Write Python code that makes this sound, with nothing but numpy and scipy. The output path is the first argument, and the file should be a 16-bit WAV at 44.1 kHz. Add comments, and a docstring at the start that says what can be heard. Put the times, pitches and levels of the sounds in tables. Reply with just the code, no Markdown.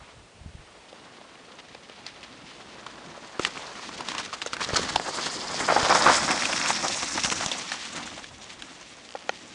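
"""A mountain bike rolls down a woodland trail over sticks, dirt and wet snow, passes close by and rides off.
Its tyres are grit noise shaped into crunch, spray and boom; sticks are ringing blows with cracks and crumbs.
Late on, the freewheel ticks and fingers tap the body of a small camera, both built on decaying sines.
Low noise is the wind at the microphone early on, later the ground rumbling under the bike; slow pulses
make single wind puffs. Behind it all lie a soft woodland hiss and a thin whine."""
import sys
import numpy as np
from scipy import signal
from scipy.fft import rfft, irfft, next_fast_len
from scipy.io import wavfile
from scipy.ndimage import uniform_filter1d

SR = 44100
rng = np.random.default_rng(int(sys.argv[2]) if len(sys.argv) > 2 else 0)


def dump_mix(stems):
    """Bounce the given channels to the path in sys.argv[1] as a 16-bit WAV at rate SR."""
    frames = np.atleast_2d(stems).T  # one column per channel
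    limited = np.clip(frames, -1, 1)  # hard clip at full scale
    pcm = np.round(limited * 32767).astype(np.int16)
    wavfile.write(sys.argv[1], SR, pcm)


N = 420713

# Rolling tyres as the bike nears, passes and leaves.
# Each row: time in seconds, crunch level in dB, spray level in dB, tyre boom level in dB.
ROLLING = [(0.0, -53.5, -58, -63), (0.3, -62.5, -69, -85), (1.0, -54.5, -54.5, -61.5),
           (1.6, -54, -53.5, -59.5), (2.4, -52, -47.5, -53.5), (3.3, -46, -50, -51),
           (3.6, -45, -42.5, -53.5), (4.0, -42, -43.5, -47.5), (4.43, -48, -48.5, -58),
           (4.79, -35, -38, -38), (5.02, -40, -40.5, -45.5), (5.21, -38, -34.5, -47),
           (5.4, -39.5, -38.5, -45), (5.62, -34.5, -33, -38), (5.675, -34.5, -36, -43),
           (5.74, -25.5, -30.5, -40), (5.88, -25, -28, -36), (5.98, -22, -28.5, -39),
           (6.045, -25, -30, -32.5), (6.16, -27.5, -31.5, -34), (6.4, -31, -31, -37.5),
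           (7.0, -37.5, -32, -42), (7.29, -39, -34, -44.5), (7.42, -38.5, -32.5, -36),
           (7.8, -45.5, -40.5, -48), (7.97, -43, -38, -41.5), (8.3, -54.5, -48, -52.5),
           (8.7, -49.5, -46, -52), (9.0, -55.5, -50.5, -56.5), (9.54, -51.5, -45, -48.5)]


def amp(db):
    """Turns decibels into a linear gain."""
    return 10 ** (np.asarray(db) / 20)


def evened(x):
    """Scales a sound to an rms of 1."""
    return x / np.sqrt(np.mean(x ** 2) + 1e-20)


def curves(rows):
    """Every column of a table at every sample."""
    s, *columns = np.transpose(rows)
    return [np.interp(np.arange(N) / SR, s, c) for c in columns]


def add(mix, s, sound):
    """Adds a sound to the mix in place, from s seconds on."""
    part = mix[round(s * SR):][:len(sound)]
    part += sound[:len(part)]


def coloured(x, spectrum):
    """Filters x by a spectrum drawn over log frequency, flat beyond its end points."""
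    f, db = np.transpose(spectrum)
    size = next_fast_len(len(x))
    hz = np.fft.rfftfreq(size, 1 / SR)
    gain = amp(np.interp(np.log(hz + 1), np.log(f + 1), db))
    return irfft(rfft(x, size) * gain, size)[:len(x)]


def resonate(x, hz, width_hz):
    """A resonance that may glide: shifts the curve hz down to zero, smooths, and shifts back."""
    turn = np.exp(2j * np.pi * np.cumsum(hz * np.ones(len(x))) / SR)
    r = np.exp(-np.pi * width_hz / SR)
    return 2 * (turn * signal.lfilter([1 - r], [1, -r], x / turn)).real


def flicker(per_s):
    """Slow random curve within +-1.6 that heads for a new value per_s times a second."""
    steps = rng.standard_normal(int(N / SR * 400) + 2)
    return np.interp(np.arange(N) / SR * min(per_s, 400), np.arange(len(steps)), np.clip(steps, -1.6, 1.6))


def grit(per_s, spread_db, bed, clump_db, clumps_per_s):
    """Breaking crystals: clicks of uneven size over a bed of finer ones, arriving in clumps."""
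    draw, size, fine = rng.random(N), rng.exponential(1, N), rng.standard_normal(N)
    clicks = np.sign(fine) * amp(spread_db * np.minimum(size, 4)) * (draw < per_s / SR)
    return (evened(clicks) + bed * fine) * amp(clump_db * flicker(clumps_per_s))


def tyres():
    """Snow packs with a dull crunch, slush flies off as hiss, the tyre cavity booms."""
    # Colour of the spray. Each row: frequency in Hz, relative level in dB.
    spray_spectrum = [(710, -28), (1200, -25), (1770, 1.5), (3020, 3), (3450, 3.5), (6360, -2),
                      (10000, -17), (13000, -82), (22000, -120)]
    crunch_db, spray_db, boom_db = curves(ROLLING)
    along, wet = slush()

    crunch_hz = 880 * (1 + 0.25 * flicker(10))  # the crunch drifts about one pitch
    crunch = resonate(resonate(grit(800, 2.25, 0.77, 2.5, 60), crunch_hz, 1500), crunch_hz, 2400)
    crunch = signal.lfilter(*signal.butter(2, [380, 2600], "band", fs=SR), crunch)

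    # a bright band that rises along the wet stretch, and fizz above it
    band_hz = 4500 + (5760 - 4500) * along
    band_dry_db, band_wet_db, fizz_dry_db, fizz_wet_db = -12, -3.5, -9.5, -6  # against the broad spray
    band_db = band_dry_db + (band_wet_db - band_dry_db) * wet
    fizz_db = fizz_dry_db + (fizz_wet_db - fizz_dry_db) * wet
    fizz_db = fizz_db - 7.5 * (1 - along) * (1 - wet)  # dry ground ahead of the snow fizzes less
    drops, mist = grit(2000, 4.5, 0.37, 2.9, 60), grit(4000, 2.7, 0.35, 5.6, 60)
    band = resonate(resonate(drops, band_hz, 1100), band_hz, 1400)
    fizz = resonate(resonate(mist, 7860, 2100), 6540, 1400)
    spray = evened(coloured(grit(2000, 4.0, 1.0, 3.2, 55), spray_spectrum))
    spray = spray + amp(band_db) * evened(band) + amp(fizz_db) * evened(fizz)

    ahead_hz, past_hz = 217, 254  # air cavity of the tyres, a little higher from behind
    tyre_hz = ahead_hz + (past_hz - ahead_hz) * along
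    boom = resonate(resonate(grit(400, 1.54, 0.79, 2.8, 25), tyre_hz, 204), tyre_hz, 340)

    layers = surging(crunch_db, column=2) * evened(crunch)
    layers = layers + surging(spray_db, column=3) * evened(spray)
    # each surge also thumps the tyre, 12 dB under its crunch
    return layers + surging(boom_db, column=2, under_db=-12) * evened(boom)


def surging(steady_db, column, under_db=0):
    """The steady level of a tyre layer with the surges added in power."""
    # The tyres bite through crust in surges.
    # Each row: centre in seconds, length in seconds, crunch level in dB, spray level in dB.
    surges = [(0.082, .16, -52, -55), (0.898, .03, -66, -47), (1.067, 0.15, -55, -56),
              (1.178, 0.025, -58, -49), (1.523, .02, -59, -45.5), (1.598, 0.032, -52, -45),
              (2.078, 0.053, -52, -42), (2.242, 0.026, -44.5, -37), (3.431, 0.073, -42, -34.5),
              (3.47, 0.034, -34.5, -30.5), (3.579, 0.026, -38, -43), (4.108, 0.087, -46, -39),
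              (4.172, 0.081, -33.5, -47), (4.203, 0.048, -36, -29.5), (4.253, 0.065, -45, -39),
              (4.345, 0.035, -38, -34.5), (4.429, 0.027, -40.5, -33.5), (4.476, 0.02, -40, -38.5),
              (4.54, 0.02, -40, -36), (4.705, 0.04, -35, -42), (4.742, 0.033, -31, -37),
              (4.837, 0.03, -37, -44), (4.617, 0.029, -29.5, -31.5), (4.641, .04, -43, -31.5),
              (4.77, 0.03, -25, -33), (4.797, 0.043, -44, -33), (4.9, 0.029, -34, -33.5),
              (5.086, 0.088, -32, -52), (5.195, 0.11, -35, -46), (5.269, 0.026, -30.5, -38),
              (5.61, 0.018, -22, -46), (5.709, 0.063, -22.5, -37), (5.932, 0.097, -20.5, -40),
              (5.956, 0.029, -20, -35), (6.084, 0.061, -17, -36), (6.12, 0.055, -23, -42),
              (6.162, 0.17, -28, -27.5), (6.302, 0.06, -25, -33), (6.676, 0.12, -27.5, -34),
              (6.704, 0.048, -27.5, -34), (6.86, 0.066, -28.5, -50), (7.032, 0.022, -32, -48),
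              (7.187, 0.03, -30, -39), (7.261, 0.06, -30.5, -25.5), (7.325, 0.03, -27, -26.5),
              (7.428, 0.06, -31, -36), (7.596, 0.034, -40, -32), (7.737, 0.049, -37, -33.5),
              (7.983, 0.061, -37, -36), (8.067, 0.034, -45, -38), (8.195, 0.049, -40.5, -45),
              (8.432, 0.046, -67, -39), (8.504, 0.033, -49, -39)]
    rise, fall = 0.2, 0.52  # shares of a surge's length
    power = amp(steady_db) ** 2
    for row in surges:
        length = np.clip(row[1], .01, .2)
        u = np.arange(0, 1, 1 / (length * SR))
        shape = np.minimum(np.minimum(u / rise, (1 - u) / fall), 1)
        add(power, row[0] - length / 2, (amp(row[column] + under_db) * shape) ** 2)
    return np.sqrt(power)


def slush():
    """How far along the wet stretch the bike is (0-1), and how wet the ground is (0-1)."""
    from_s, to_s, edge_s = 4.67, 7.47, 0.29
    t = np.arange(N) / SR
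    along = np.clip((t - from_s) / (to_s - from_s), 0, 1)
    wet = np.clip(np.minimum(t - from_s, to_s - t) / edge_s + .5, 0, 1)
    return along, wet


def snaps():
    """Each break is a blow that rings briefly, a bright crack, and crumbs falling after."""
    # Sticks and crust breaking; each sounds 1.22 ms after its listed time.
    # Each row: time in seconds, knock level in dB, knock pitch in Hz, crack level in dB, crack pitch in Hz.
    sticks = [(0.927, -23.5, 520, -41.5, 3480), (1.212, -35, 650, -48, 3500), (1.353, -38, 700, -40, 2400),
              (1.746, -32, 800, -37, 4300), (1.749, -27.5, 480, -40, 2400),
              (1.896, -28.5, 537, -37.5, 2930), (2.064, -35, 794, -23.5, 5150),
              (2.229, -47, 1950, -33.5, 2550), (2.863, -23.5, 1110, -30, 2040),
              (2.866, -26, 1400, -35, 3400), (3.175, -25, 594, -50, 2680), (3.3935, -14, 1310, -22.5, 2200),
              (3.3945, -6.5, 338, -39, 2000), (3.401, -23, 750, -40, 2400),
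              (3.4483, -16, 1240, -14.5, 2500), (3.4493, -14, 1880, -25, 5200),
              (3.4605, -30, 1000, -39, 2600), (3.4715, -33, 900, -30, 4500), (3.574, -28, 982, -34, 2690),
              (3.793, -22.5, 1030, -44, 3070), (3.89, -23.5, 1070, -49, 4210),
              (4.006, -18.5, 996, -27.5, 3400), (4.085, -20.5, 1010, -23, 3430),
              (4.117, -19, 1030, -30, 3020), (4.149, -16.5, 1100, -30, 3620), (4.18, -21, 1140, -23, 3050),
              (4.196, -25, 1100, -29, 3000), (4.3275, -19, 1170, -38, 2500), (4.335, -20, 1230, -36, 2500),
              (4.416, -24, 1700, -27, 3000), (4.421, -27, 1220, -31, 3700),
              (4.461, -14.5, 450, -27.5, 7000), (4.4605, -19, 1400, -33, 3500),
              (4.531, -15.5, 1350, -24.5, 3200), (4.537, -27, 1500, -29, 4300),
              (4.566, -22, 1530, -30, 2150), (4.596, -25, 1420, -33, 3000), (4.615, -17, 1100, -33, 2530),
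              (4.645, -26, 1200, -24, 4170), (4.688, -20, 493, -27.5, 4870), (4.704, -17, 600, -37, 5500),
              (4.7315, -13, 450, -33, 3100), (4.744, -19, 810, -24.5, 3500), (4.757, -12, 1350, -27, 4800),
              (4.761, -16, 1430, -17, 4800), (4.765, -27, 700, -16.5, 6730), (4.769, -18, 577, -16, 4500),
              (4.78, -29, 1000, -31, 5200), (4.792, -9.5, 470, -29, 4600), (4.816, -30, 1000, -28, 6560),
              (4.829, -23, 1000, -31, 3800), (4.9572, -13, 1340, -21, 3900),
              (4.9588, -1.5, 850, -15.5, 3160), (4.9965, -12.5, 784, -26, 2000),
              (5.542, -16, 637, -26, 5090), (5.601, -13.5, 820, -37, 2000), (5.686, -8.5, 850, -42, 2130),
              (5.699, -3.5, 776, -40, 2000), (5.722, -3, 620, -40, 2000), (5.762, -6, 795, -42, 2060),
              (5.7645, -1.5, 810, -44, 2000), (5.768, -9, 794, -44, 2000), (5.777, -7.5, 844, -39, 2000),
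              (5.81, -19, 1050, -38, 2000), (5.829, -33, 840, -21, 2900), (5.858, -14, 1100, -31, 2000),
              (5.897, -16, 795, -38, 2260), (5.924, -1, 1000, -31, 2000), (5.949, -14, 1280, -16.5, 5270),
              (5.954, -2.5, 970, -25, 5180), (6.021, -29, 1600, -16, 5050), (6.064, 3, 1130, -35, 2030),
              (6.0735, -5, 1400, -34, 2000), (6.08, -7, 1310, -33, 2000), (6.0835, -3, 1300, -30, 2000),
              (6.087, -9, 1390, -33, 2000), (6.0945, -5, 840, -30, 2000), (6.0985, -2, 750, -36, 2000),
              (6.1045, -9, 900, -36, 2000), (6.279, -15, 1210, -24, 2050), (6.289, -14, 1620, -30, 2050),
              (6.307, -23, 1020, -15, 2390), (6.314, -26, 1500, -19, 2390), (6.376, -23, 780, -23, 2470),
              (6.421, -18, 1830, -20, 2350), (6.453, -30, 1980, -14.5, 2630), (6.527, -17, 1730, -21, 2600),
              (6.531, -25, 1500, -18, 2500), (6.561, -16, 1900, -22, 4850), (6.577, -23, 1500, -20, 2200),
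              (6.613, -17, 1810, -21, 2400), (6.658, -24, 1500, -19.5, 2600), (6.703, -7.5, 860, -19, 2040),
              (6.729, -27, 1500, -26, 3600), (6.825, -27, 1200, -23.5, 3000), (6.848, -11, 780, -37, 2200),
              (6.881, -34, 1040, -18.5, 4540), (7.029, -19, 1110, -24, 1990), (7.15, -14.5, 300, -32, 2400),
              (7.156, -7, 296, -38, 2000), (7.175, -12.5, 930, -22, 2300), (7.176, -19, 1700, -35, 2700),
              (7.194, -26, 1500, -26, 2200), (7.235, -18, 2740, -17.5, 5700),
              (7.246, -22, 1680, -13.5, 3360), (7.258, -18, 1380, -21, 6140), (7.3, -32, 1800, -21, 2800),
              (7.316, -18, 1900, -22.5, 2400), (7.322, -12, 1210, -22, 2190), (7.408, -15, 725, -28, 3500),
              (7.424, -34, 1290, -34, 2200), (7.436, -17, 786, -38, 2200), (7.4603, -20, 825, -19, 6350),
              (7.4608, -18, 3320, -32, 3400), (7.5145, -14, 3450, -36, 3380), (7.515, -17, 524, -36, 3400),
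              (7.5185, -19, 3500, -36, 3400), (7.5215, -22, 2700, -36, 3400),
              (7.716, -20.5, 800, -24.5, 3800), (7.718, -16, 1780, -26, 2580),
              (7.852, -29, 2000, -26, 3000), (7.947, -20, 350, -40, 2400), (8.074, -25.5, 1460, -42, 2400),
              (8.177, -25, 644, -35, 2100), (8.241, -29, 1700, -31, 3150), (8.621, -28, 1640, -27, 3200),
              (8.827, -43, 1500, -38, 2680)]
    # Shared colour of the cracks. Each row: frequency in Hz, relative level in dB.
    crack_spectrum = [(900, -41), (2000, 2), (3500, 0), (6000, 3.5), (8000, -0.5), (10500, -13)]
    out, t = np.zeros(N), np.arange(2600) / SR
    rows = sticks + twigs()
    noise = rng.standard_normal((len(rows), 3, len(t)))
    decay = amp(-60 * t / 0.013)
    for (s, knock_db, hz, crack_db, crack_hz), (low, high, lumps) in zip(rows, noise):
        # lumpy tail that starts around 14.5 dB down
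        crumbs = amp(-14.5 - 60 * t / 0.045 + 0.71 * evened(uniform_filter1d(lumps, size=60)))

        blow = decay * np.minimum(t * hz / 0.67, 1)  # builds within a cycle
        splinters = evened(resonate(resonate(low, 0.96 * hz, 1.8 * hz), 0.62 * hz, 2.6 * hz))
        modes = np.sin(2 * np.pi * hz * t) + 0.13 * np.sin(2 * np.pi * 2.31 * hz * t)
        knock = blow * (modes + 0.2 * splinters) + 0.27 * crumbs * splinters

        bright = evened(coloured(high, crack_spectrum))
        own_pitch = evened(resonate(resonate(bright, crack_hz, 1600), crack_hz, 3000))
        bright = 0.56 * bright + own_pitch
        split = 0.99 * amp(-60 * t / 0.0034) * np.sin(2 * np.pi * crack_hz * t)  # one sharp click
        crack = (decay + crumbs) * evened(bright) + split
        add(out, s + 0.00122, amp(knock_db) * knock + amp(crack_db) * crack)
    return thin(out)


def twigs():
    """Forty small breaks like those of the sticks, at random times, as loud as the tyres are near."""
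    s, pitch, size, bright = rng.random((40, 4)).T
    s = np.sort(s) * N / SR
    crunch_db, spray_db, _ = (c[(s * SR).astype(int)] for c in curves(ROLLING))
    knock_db = crunch_db + 14 - 8 * size
    crack_db = spray_db + 9 - 8 * size
    return list(zip(s, knock_db, 1000 * (.6 + 1.2 * pitch), crack_db, 3550 * (1.25 + bright)))


def thin(x):
    """Small things radiate little bass: a high-pass at 260 Hz."""
    return signal.lfilter(*signal.butter(2, 260, "high", fs=SR), x)


def freewheel():
    """Pawls drop over the ratchet teeth, fading within each spell of coasting."""
    # Spells of ticking. Each row: first tick in seconds, end in seconds, level of the first tick in dB.
    spells = [(9.0905, 9.245, -29), (9.341, 9.4, -33)]
    ticks_per_s, fade_db_per_s = 59.8, 45
    out, t = np.zeros(N), np.arange(200) / SR
    tick = amp(-60 * t / .003) * (np.sin(2 * np.pi * 3100 * t) + .8 * np.sin(2 * np.pi * 4600 * t))
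    for first, last, db in spells:
        for s in np.arange(first, last, 1 / ticks_per_s):
            add(out, s, amp(db - fade_db_per_s * (s - first)) * tick)
    return out


def landings():
    """The wheels land with short thumps: pressure pulses with a main dip and a slight rise on both sides."""
    # Each row: time of the dip in seconds, level in dB, width in seconds.
    thumps = [(3.398, -20.5, 0.00074), (4.736, -19.5, 0.0017), (4.96, -29, 0.0026), (5.832, -18, 0.0012),
              (6.077, -17, 0.00088), (6.098, -29, 0.002), (7.249, -22.5, 0.0011), (7.463, -23, 0.001)]
    return -pushes(thumps)


def pushes(rows):
    """Single low pressure pulses that swing back on both sides."""
    out, t = np.zeros(N), np.arange(-1000, 1000) / SR
    for s, db, width in rows:
        u = t / max(width, .0003)
        add(out, s + t[0], amp(db) * (np.exp(-u ** 2) - 0.14 * np.exp(-(u / 3.5) ** 2)))
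    return out


def passing(bike):
    """Tone of the bike as it goes by: a rising dip, thinner low mids once past, duller treble when far."""
    t = np.arange(N) / SR
    along, wet = slush()
    dip_hz = 2320 + (3320 - 2320) * along  # below the bright band of the spray, rising with it
    bike = bike - 0.38 * wet * resonate(bike, dip_hz, 590)

    past = np.clip((t - 5.64) / 0.4, 0, 1)
    bike = bike - 0.65 * past * resonate(bike, 422, 180)

    # among the trees the distant bike loses treble; it dulls again, less so, as it rides off
    near_from_s, near_by_s, leaves_s = 2.35, 3.56, 7.67
    nearing = (near_by_s - t) / (near_by_s - near_from_s)
    leaving = np.minimum((t - leaves_s) / 0.97, 0.42)
    far = np.clip(np.maximum(nearing, leaving), 0, 1)
    treble = bike - signal.lfilter(*signal.butter(2, 5060, fs=SR), bike)
    return bike - 0.52 * far * treble


def trunks(x):
    """Scattered faint echoes from the tree trunks: sparse random taps that die away in 0.27 s."""
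    t = np.arange(8000) / SR
    echoes = rng.choice([-1., 1.], len(t)) * (rng.random(len(t)) < .04) * amp(-60 * t / 0.27) * (t > .003)
    return signal.oaconvolve(x, echoes / np.linalg.norm(echoes))[:N]


def taps():
    """Fingers on the camera body: long touches ring mostly its low modes, short ones all of them."""
    # Each row: start in seconds, level in dB, contact time in seconds.
    touches = [(9.1506, -23.5, 0.001), (9.1546, -32, .0004), (9.293, -18.5, .0001)]
    # Modes of the camera case. Each row: frequency in Hz, relative level in dB, 60 dB decay time in seconds.
    case_modes = [(493, 3.5, 0.016), (800, 5, 0.019), (1420, -0.5, 0.025), (1880, 0, 0.021),
                  (2460, -1, 0.016), (3160, -2.5, 0.016), (4150, -4, 0.0093), (5200, -9, 0.0077),
                  (6340, -8, 0.014)]
    out, t = np.zeros(N), np.arange(2000) / SR
    ring = np.zeros(len(t))
    for k, (hz, db, t60) in enumerate(case_modes):
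        ring += (-1) ** k * amp(db - 60 * t / t60) * np.sin(2 * np.pi * hz * t)
    ring = ring + amp(-23.0 - 60 * t / .006) * rng.standard_normal(len(t))  # the snap of the button
    for s, db, contact in touches:
        touch = signal.windows.hann(max(round(contact * SR), 3))
        add(out, s, amp(db) * np.convolve(ring, touch / touch.sum()))
    return thin(out)


def rumble_and_puffs():
    """Low rumble: wind at the microphone early on, later the ground under the bike, with single wind puffs."""
    # Strength of the rumble. Each row: time in seconds, level in dB.
    rumble_levels = [(0.0, -50), (0.11, -61), (0.18, -51), (0.22, -56), (0.32, -68), (0.36, -57),
                     (0.43, -50), (0.5, -50), (0.62, -56), (0.68, -66), (0.93, -70), (2.84, -63.5),
                     (4.4, -65), (4.83, -45), (5.18, -66), (6.15, -46.5), (6.5, -64), (7.31, -48.5),
                     (7.7, -70), (8.15, -57.5), (9.54, -70)]
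    # Colour of the rumble. Each row: frequency in Hz, relative level in dB.
    rumble_spectrum = [(15, -30), (40, 2), (90, 2), (160, -4), (260, -13), (500, -82)]
    # Wind puffs. Each row: time of the peak in seconds, level in dB, width in seconds.
    puffs = [(.182, -45, 0.0022), (.415, -38, 0.0028), (.462, -27.5, 0.0015), (.552, -28.5, 0.002),
             (.597, -35, 0.0035)]
    rumble = evened(coloured(rng.standard_normal(N), rumble_spectrum))
    lumpy_db = curves(rumble_levels)[0] + 2.6 * flicker(15)
    return amp(lumpy_db) * rumble + pushes(puffs)


def woods():
    """Soft, slightly wavering hiss of the trees and the camera, with a thin steady whine."""
    # Colour of the hiss. Each row: frequency in Hz, relative level in dB.
    hiss_spectrum = [(60, -23), (150, -1.5), (500, 3), (1500, -7.5), (2600, -4.5), (7000, -13),
                     (10500, -21)]
    # Whine of the camera electronics. 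Each row: frequency in Hz, level in dB.
    whines = [(8123, -72)]
    hiss = amp(-54 + .8 * flicker(6)) * evened(coloured(rng.standard_normal(N), hiss_spectrum))
    for hz, db in whines:
        hiss = hiss + amp(db) * evened(np.sin(2 * np.pi * hz * np.arange(N) / SR))
    return hiss


def scene():
    """The bike with its echoes, then the landings, taps, rumble and woods around it."""
    bike = passing(tyres() + snaps()) + freewheel()
    bike = bike + amp(-20.5) * trunks(bike)
    return (bike + landings() + taps() + rumble_and_puffs() + woods())[None]


def record(dry):
    """Bass loss, soft overload and band limit of the camera."""
    dry = signal.lfilter(*signal.butter(1, 45, "high", fs=SR), dry)  # the small capsule drops the deepest bass
    dry = .62 * np.tanh(dry / .62)  # loud peaks are rounded off
    edge_hz = 10450
    return signal.oaconvolve(dry, signal.firwin(601, edge_hz, window=("kaiser", 9), fs=SR)[None], "same")


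dry = scene()
out = record(dry)
dump_mix(out)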